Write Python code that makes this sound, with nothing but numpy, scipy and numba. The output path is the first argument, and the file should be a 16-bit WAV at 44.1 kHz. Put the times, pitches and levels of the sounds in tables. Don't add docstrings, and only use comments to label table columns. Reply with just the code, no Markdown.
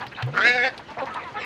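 import sys
import numpy as np
from scipy import signal
from scipy.fft import rfft, irfft, next_fast_len
from scipy.io import wavfile
from scipy.ndimage import uniform_filter1d
from numba import njit

SR = 44100
rng = np.random.default_rng(int(sys.argv[2]) if len(sys.argv) > 2 else 0)


def wav_out(sig):
    wavfile.write(sys.argv[1], SR, np.round(np.clip(np.atleast_2d(sig).T, -1, 1) * 32767).astype(np.int16))


def volts_from_db(level):
    exponent = np.asarray(level, float) / 20
    return 10 ** exponent


N = 63945


def rms_one(x):
    return x / np.sqrt(np.mean(x ** 2) + 1e-20)


def evened(x):
    power = uniform_filter1d(uniform_filter1d(x ** 2, size=600), size=600)
    return x / np.sqrt(power + 1e-12)


def in_time(rows):
    s, *columns = np.transpose(rows)
    return [np.interp(np.arange(N) / SR, s, c) for c in columns]


def drift(rate_hz):
    r = np.exp(-2 * np.pi * rate_hz / SR)
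    white = rng.standard_normal(N + SR)
    return rms_one(signal.lfilter([1], [1, -2 * r, r * r], white)[SR:])


@njit
def sweep(x, w, r):
    y = np.zeros(len(x))
    for i in range(2, len(x)):
        drive = (1 - r * r) / 2 * (x[i] - x[i - 2])
        y[i] = drive + 2 * r * np.cos(w[i]) * y[i - 1] - r * r * y[i - 2]
    return y


def resonance(x, hz, width_hz):
    return sweep(x, 2 * np.pi * hz / SR * np.ones(N), np.exp(-np.pi * width_hz / SR))


# (f/Hz, level/dB)
YARD = [(40, -6), (100, 12), (700, 6), (1700, 3.5), (3200, -3.5), (6500, -21.5), (9500, -47), (15500, -44)]
YARD_DB = -43


def yard():
    out = 0
    together = drift(8.7)
    edges = 25 * 2 ** np.arange(0, 9.6, .5)
    white = rng.standard_normal((2, N + SR))
    hz, db = np.transpose(YARD)
    for k, (low, high) in enumerate(zip(edges, edges[1:])):
        sos = signal.butter(2, [low, high], "band", fs=SR, output="sos")
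        band = signal.sosfilt(sos, white[k % 2])[SR:]
        band_db = np.interp(np.log(low * high) / 2, np.log(hz), db)
        flicker_db = 1.4 * together * (low > 300) + 2.2 * drift(20)
        out = out + band * volts_from_db(band_db + flicker_db)
    return volts_from_db(YARD_DB) * rms_one(out)


PEN_T60_S, PEN_DB, WALL_CUT_HZ = .18, -19, 5000


def pen(x):
    size = next_fast_len(N + SR)
    w = 2 * np.pi * np.arange(size // 2 + 1) / size
    dulling = 1 + 1j * w * SR / (2 * np.pi * WALL_CUT_HZ)
    loops = 0
    for k, lag in enumerate(rng.uniform(.008, .03, 8) * SR):
        back = volts_from_db(-60 * lag / SR / PEN_T60_S) * np.exp(-1j * w * lag) / dulling
        loops = loops + (-1) ** k * back / (1 - back)
    return volts_from_db(PEN_DB) * irfft(rfft(x, size) * loops, size)[:N]


GROUND_S, GROUND_DB = 0.000462, -28


def ground_echo(x):
    return volts_from_db(GROUND_DB) * np.interp(np.arange(N) - GROUND_S * SR, np.arange(N), x)


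# (t/s, level/dB, centre f/Hz, width/octaves, t60/s)
TAPS = [(.007, -41, 4500, 0.19, .05), (.03, -61, 12000, 0.93, .03), (0.0655, -31, 2300, 1.45, 0.041),
        (.0654, -56, 12000, 1.2, .04), (.081, -45, 4700, .35, 0.049), (.130, -59, 10000, 1.3, .02),
        (.148, -37.5, 2900, .25, 0.057), (.149, -44, 3900, 0.14, 0.046), (.162, -40, 2450, .2, .05),
        (.163, -40, 3900, 0.23, 0.079), (0.194, -59, 13000, 0.65, .02), (0.223, -23.5, 1200, 2.87, 0.041),
        (0.2252, -56, 11000, 1.3, .03), (0.2626, -56.5, 10000, 1.3, .03), (.353, -62, 13000, .5, 0.041),
        (0.379, -60, 10000, 1.2, 0.017), (.612, -62, 13500, .4, .03), (0.652, -54, 11000, 1.1, 0.023),
        (.743, -35, 1200, 1.45, .03), (.775, -56, 8000, 1.04, .02), (.778, -34.5, 3400, 1.08, 0.043),
        (.7777, -53.5, 7500, 1.1, 0.052), (0.887, -63, 5500, 1.2, .02), (.988, -47, 5200, 0.17, .04),
        (1.01, -57, 7500, 0.59, .02), (1.056, -40, 4000, 0.9, 0.033), (1.0613, -62, 9500, 1.1, .03),
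        (1.13, -63, 10000, 1.1, .02), (1.142, -34.5, 3300, 0.6, .04), (1.141, -48, 7800, 0.69, 0.035),
        (1.24, -60, 7000, 0.86, .02), (1.275, -60, 7000, 1.2, 0.028), (1.445, -49, 11000, 1.6, .08)]
TAP_AIR_DB = -40


def taps():
    out = np.zeros(N)
    for s, db, hz, octaves, t60 in TAPS:
        t = np.arange(N) / SR - s
        white = rng.standard_normal(N)
        edges = np.clip(hz * 2 ** (octaves * np.array([-.5, .5])), 50, .45 * SR)
        body = signal.sosfilt(signal.butter(3, edges, "band", fs=SR, output="sos"), white)
        rise = np.clip(t / .0012, 0, 1)
        fading = volts_from_db(db - 60 * np.clip(t, 0, 1) / t60)
        out += fading * rise * (rms_one(body) + volts_from_db(TAP_AIR_DB) * white)
    return out


# (t/s, level/dB, start f/Hz, rise/(Hz per s), held/s)
PLOPS = [
    (0.225, -21.5, 117.9, 99, 0.035),
]
PLOP_BEND_HZ_PER_S2 = 2000


def plops():
    out = np.zeros(N)
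    for s, db, hz, rise, held in PLOPS:
        t = np.clip(np.arange(N) / SR - s, 0, None)
        turns = hz * t + rise * t ** 2 / 2 + PLOP_BEND_HZ_PER_S2 * t ** 3 / 3
        fading = volts_from_db(db - 60 * np.clip(t - held, 0, None) / .33)
        out += fading * np.clip(t / .012, 0, 1) * np.sin(2 * np.pi * turns)
    return out


def syrinx(pitch_hz, rough):
    turns = np.cumsum(pitch_hz * (1 + 0.14 * rough * drift(150))) / SR
    at = np.flatnonzero(np.diff(np.floor(turns)) > 0)
    late = (turns[at + 1] % 1) / (turns[at + 1] - turns[at])
    size = volts_from_db(5.8 * (rough * np.ones(N))[at] * rng.standard_normal(N)[at])
    pulses = np.zeros(N + 1)
    pulses[at], pulses[at + 1] = size * late, size * (1 - late)
    breath = rng.standard_normal(N) * np.exp(-2.5 * (turns % 1))
    return pulses[:N] + 0.35 * rough * breath


RISE_SHARE, EDGE_POWER = 0.44, 0.62
THROAT_FALL, BILL_RATIO = 0.074, 1.9
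FAR_BEAK_DB, FAR_RASP_DB, CHEST_DB = -7, -19.5, -15


def far_call(start, length, db, pitch_hz, rough, throat_hz, bill_db, sink=0):
    u = np.clip((np.arange(N) / SR - start) / length, 0, 1)
    ramp = np.minimum(u / RISE_SHARE, (1 - u) / (1 - RISE_SHARE))
    swell = np.sin(np.pi / 2 * ramp) ** EDGE_POWER
    pitch_hz = pitch_hz * (1 + sink * (.5 - u))
    source = syrinx(pitch_hz, rough)
    throat_hz = throat_hz * (1 + (sink + THROAT_FALL * length / 0.04) * (.5 - u))
    throat = resonance(resonance(source, throat_hz, 207), throat_hz, 750)
    bill_hz = throat_hz * BILL_RATIO
    bill = resonance(resonance(source, bill_hz, 350), bill_hz, 1200)
    bill = bill - volts_from_db(FAR_BEAK_DB) * resonance(source, 2550, 200)
    bill = bill + volts_from_db(FAR_RASP_DB) * resonance(source, 4000, 700)
    chest = volts_from_db(CHEST_DB) * resonance(source, pitch_hz, 60)
    return volts_from_db(db) * swell * evened(throat - volts_from_db(bill_db) * bill + chest)


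# (start t/s, length/s, level/dB, throat f/Hz, bill level/dB)
MUTTERS = [(0, 0.05, -31.5, 890, -8), (0.114, 0.028, -40, 840, 16), (0.169, 0.066, -31.5, 787, 0),
           (0.791, 0.0192, -36, 896, -11), (0.967, 0.032, -30, 604, -26), (0.979, 0.036, -32, 997, -4.5),
           (1.061, 0.045, -30.5, 923, -8), (1.146, 0.049, -29, 934, -14), (1.186, 0.047, -37, 1150, -1.5),
           (1.192, 0.07, -40.5, 465, -1), (1.378, 0.062, -40, 447, -16), (1.399, 0.082, -32.5, 1103, 4),
           (0.714, 0.054, -46.5, 800, 16), (0.269, 0.039, -34, 428, -23), (0.318, 0.12, -35.5, 272, -3),
           (0.438, 0.065, -30.5, 311, -4.5), (0.835, 0.021, -53, 960, 25)]
MUTTER_HZ, MUTTER_ROUGH = 240, .45
# (start t/s, length/s, level/dB, pitch f/Hz, throat f/Hz)
CALLS_FAR = [(1.03, 0.035, -36.5, 270, 840), (.85, .11, -52.5, 340, 2750), (1.016, 0.03, -24, 276.5, 538),
             (1.1, 0.05, -34.5, 430.2, 1270), (1.228, 0.021, -38, 400, 1980),
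             (1.338, 0.064, -32.5, 414, 795), (1.352, 0.049, -31.5, 434, 1325),
             (0.0074, 0.028, -37, 410, 1690), (0.884, 0.046, -38, 294.3, 860),
             (1.363, 0.05, -34.5, 431, 1834), (1.383, 0.16, -38.5, 444.6, 2560),
             (1.392, 0.064, -47, 380, 3900)]
CALL_ROUGH, CALL_BILL_DB = .22, -14
# (start t/s, length/s, level/dB, pitch f/Hz, throat f/Hz)
SIGHS = [
    (.995, 0.029, -28, 290, 796),
    (1.158, 0.0502, -33, 420, 1270),
    (1.245, .065, -35.5, 335, 1020),
    (0.0207, .045, -38, 280, 880),
]
SINK_SHARE = .2
FAR_CUT_HZ = 7300


def flock():
    voices = np.zeros(N)
    for s, length, db, throat_hz, bill_db in MUTTERS:
        voices += far_call(s, length, db, MUTTER_HZ, MUTTER_ROUGH, throat_hz, bill_db)
    for s, length, db, pitch_hz, throat_hz in CALLS_FAR:
        voices += far_call(s, length, db, pitch_hz, CALL_ROUGH, throat_hz, CALL_BILL_DB)
    for s, length, db, pitch_hz, throat_hz in SIGHS:
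        voices += far_call(s, length, db, pitch_hz, CALL_ROUGH / 2, throat_hz, CALL_BILL_DB, SINK_SHARE)
    return signal.sosfilt(signal.butter(2, FAR_CUT_HZ, fs=SR, output="sos"), voices)


THROAT_TONES_DB = [-12, 0, -.5, -15, -15]


def throat_tones(pitch_hz, rough):
    turns = np.cumsum(pitch_hz * (1 + 0.037 * rough * drift(71.0))) / SR
    tones = np.zeros(N)
    for k, db in enumerate(THROAT_TONES_DB):
        tones += volts_from_db(db) * np.sin(2 * np.pi * (k + 1) * turns)
    return rms_one(tones) * np.clip(1 - rough / .6, 0, 1)


def stack(x, table, scale):
    out = 0
    for k, (hz, width_hz, db) in enumerate(table):
        ring = resonance(resonance(x, hz * scale, width_hz), hz * scale, 3 * width_hz)
        out = out + (-1) ** (k + 1) * volts_from_db(db + 2.73 * drift(24)) * ring
    return out


# (t/s, level/dB, bill f/Hz, throat level/dB)
QUACK = [
    [(.335, -39, 1390, 3), (.339, -33, 1300, -20), (.365, -29, 1340, -18), (.377, -16.5, 1410, -21),
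     (.40, -22, 1360, -7.5), (.412, -19, 1410, -21), (.43, -21.5, 1660, -9)],
    [(.44, -21.5, 1580, -9), (.452, -14, 1585, -16.5), (.482, -15, 1780, -13.5), (.505, -17, 1620, -9),
     (.53, -22, 1700, -7.5), (.565, -27, 1630, 3)],
    [(.575, -27, 1710, -4.5), (.581, -20, 1604, -10), (.625, -21.5, 1710, -6), (.645, -19.5, 1696, -4),
     (.66, -23, 1693, -2), (.68, -22.5, 1730, -3), (.70, -40.5, 1730, -3.5), (.72, -49, 1750, -3)],
]
# (t/s, f/Hz)
PITCH = [
    [(.34, 185), (.37, 194.9), (.40, 195.9), (.416, 208.1), (.434, 220), (.452, 230), (.47, 241.7),
     (.50, 244.4)],
    [(.546, 247.9), (.562, 255), (.58, 245.5), (.62, 240.6), (.63, 245.3), (.65, 270.1), (.682, 251.8),
     (.70, 231.7), (.715, 219)],
]
# (t/s, roughness/0-1)
HOARSE = [(.33, .75), (.37, .42), (.405, .3), (.425, .1), (.46, .035), (.62, .035), (.65, .09), (.68, .14),
          (.71, .3)]
# (f/Hz, width/Hz, level/dB)
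UPPER = [(2187, 116, 0.5), (2586, 208, -9.5)]
# (t/s, scale of the upper resonances/ratio, their level/dB)
STRETCH = [(.34, 0.8, -9.5), (.38, .84, -4.5), (.41, 0.87, -7), (.47, 1.02, -3), (.51, 1.0, 4),
           (.56, 1.03, -4.5), (.61, .99, -7.5), (.65, 1.01, 0), (.70, 1.03, -7.5)]
# (f/Hz, width/Hz, level/dB)
HEAD = [(3860, 195, -15), (4440, 240, -26), (4920, 296, -23), (5650, 340, -30.5), (6620, 420, -34),
        (8510, 500, -44)]
# (t/s, scale of its resonances/ratio, their level/dB)
TILT = [(.34, 0.73, -4), (.38, .8, -6.5), (.42, 0.854, -1.5), (.465, 1.03, -3.5), (.52, 0.98, 2.5),
        (.565, .99, 3), (.59, 0.925, -7), (.66, 0.89, 2.5), (.71, 0.97, 1)]
THROAT_HZ, THROAT_WIDTH_HZ, BILL_WIDTH_HZ = 610, 300, 200
RASP = .03
AIR_DB, HISS_DB, HISS_HZ, HISS_WIDTH_HZ = -50.5, -31, 4300, 1930


def near_quack():
    db, bill_hz, throat_db = in_time(np.vstack(QUACK))
    pitch_hz, rough = in_time(np.vstack(PITCH))[0], in_time(HOARSE)[0]
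    stretch, upper_db = in_time(STRETCH)
    tilt, head_db = in_time(TILT)

    source = syrinx(pitch_hz, rough)
    bill = resonance(resonance(source, bill_hz, BILL_WIDTH_HZ), bill_hz, 610)
    upper = volts_from_db(upper_db) * stack(source, UPPER, stretch)
    rasp = RASP * rng.standard_normal(N)
    head = volts_from_db(head_db) * stack(source + rasp, HEAD, tilt)

    throat = resonance(resonance(source, THROAT_HZ, THROAT_WIDTH_HZ), 450, 900)
    throat = np.clip(rough / .4, 0, 1) * evened(throat) + throat_tones(pitch_hz, rough)

    breath = rng.standard_normal(N + 1)
    hiss = resonance(resonance(breath[1:], HISS_HZ, HISS_WIDTH_HZ), HISS_HZ, HISS_WIDTH_HZ)
    air = volts_from_db(AIR_DB) * np.diff(breath) + volts_from_db(HISS_DB) * (1 + 3 * rough) * rms_one(hiss)

    s = np.arange(N) / SR
    opening = np.clip((s - QUACK[0][0][0]) / 0.0045, 0, 1)
    closing = np.clip((QUACK[2][-1][0] - s) / 0.0067, 0, 1)
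    voice = evened(bill + upper + head) - volts_from_db(throat_db) * throat + air
    return opening * closing * volts_from_db(db) * voice


def scene():
    near = taps() + flock() + near_quack()
    mix = yard() + pen(near) + ground_echo(near) + plops() + near
    return mix[None]


def low_pass(x):
    return signal.sosfilt(signal.butter(12, 15800, fs=SR, output="sos"), x)


def record(dry):
    return low_pass(dry)


dry = scene()
out = record(dry)
wav_out(out)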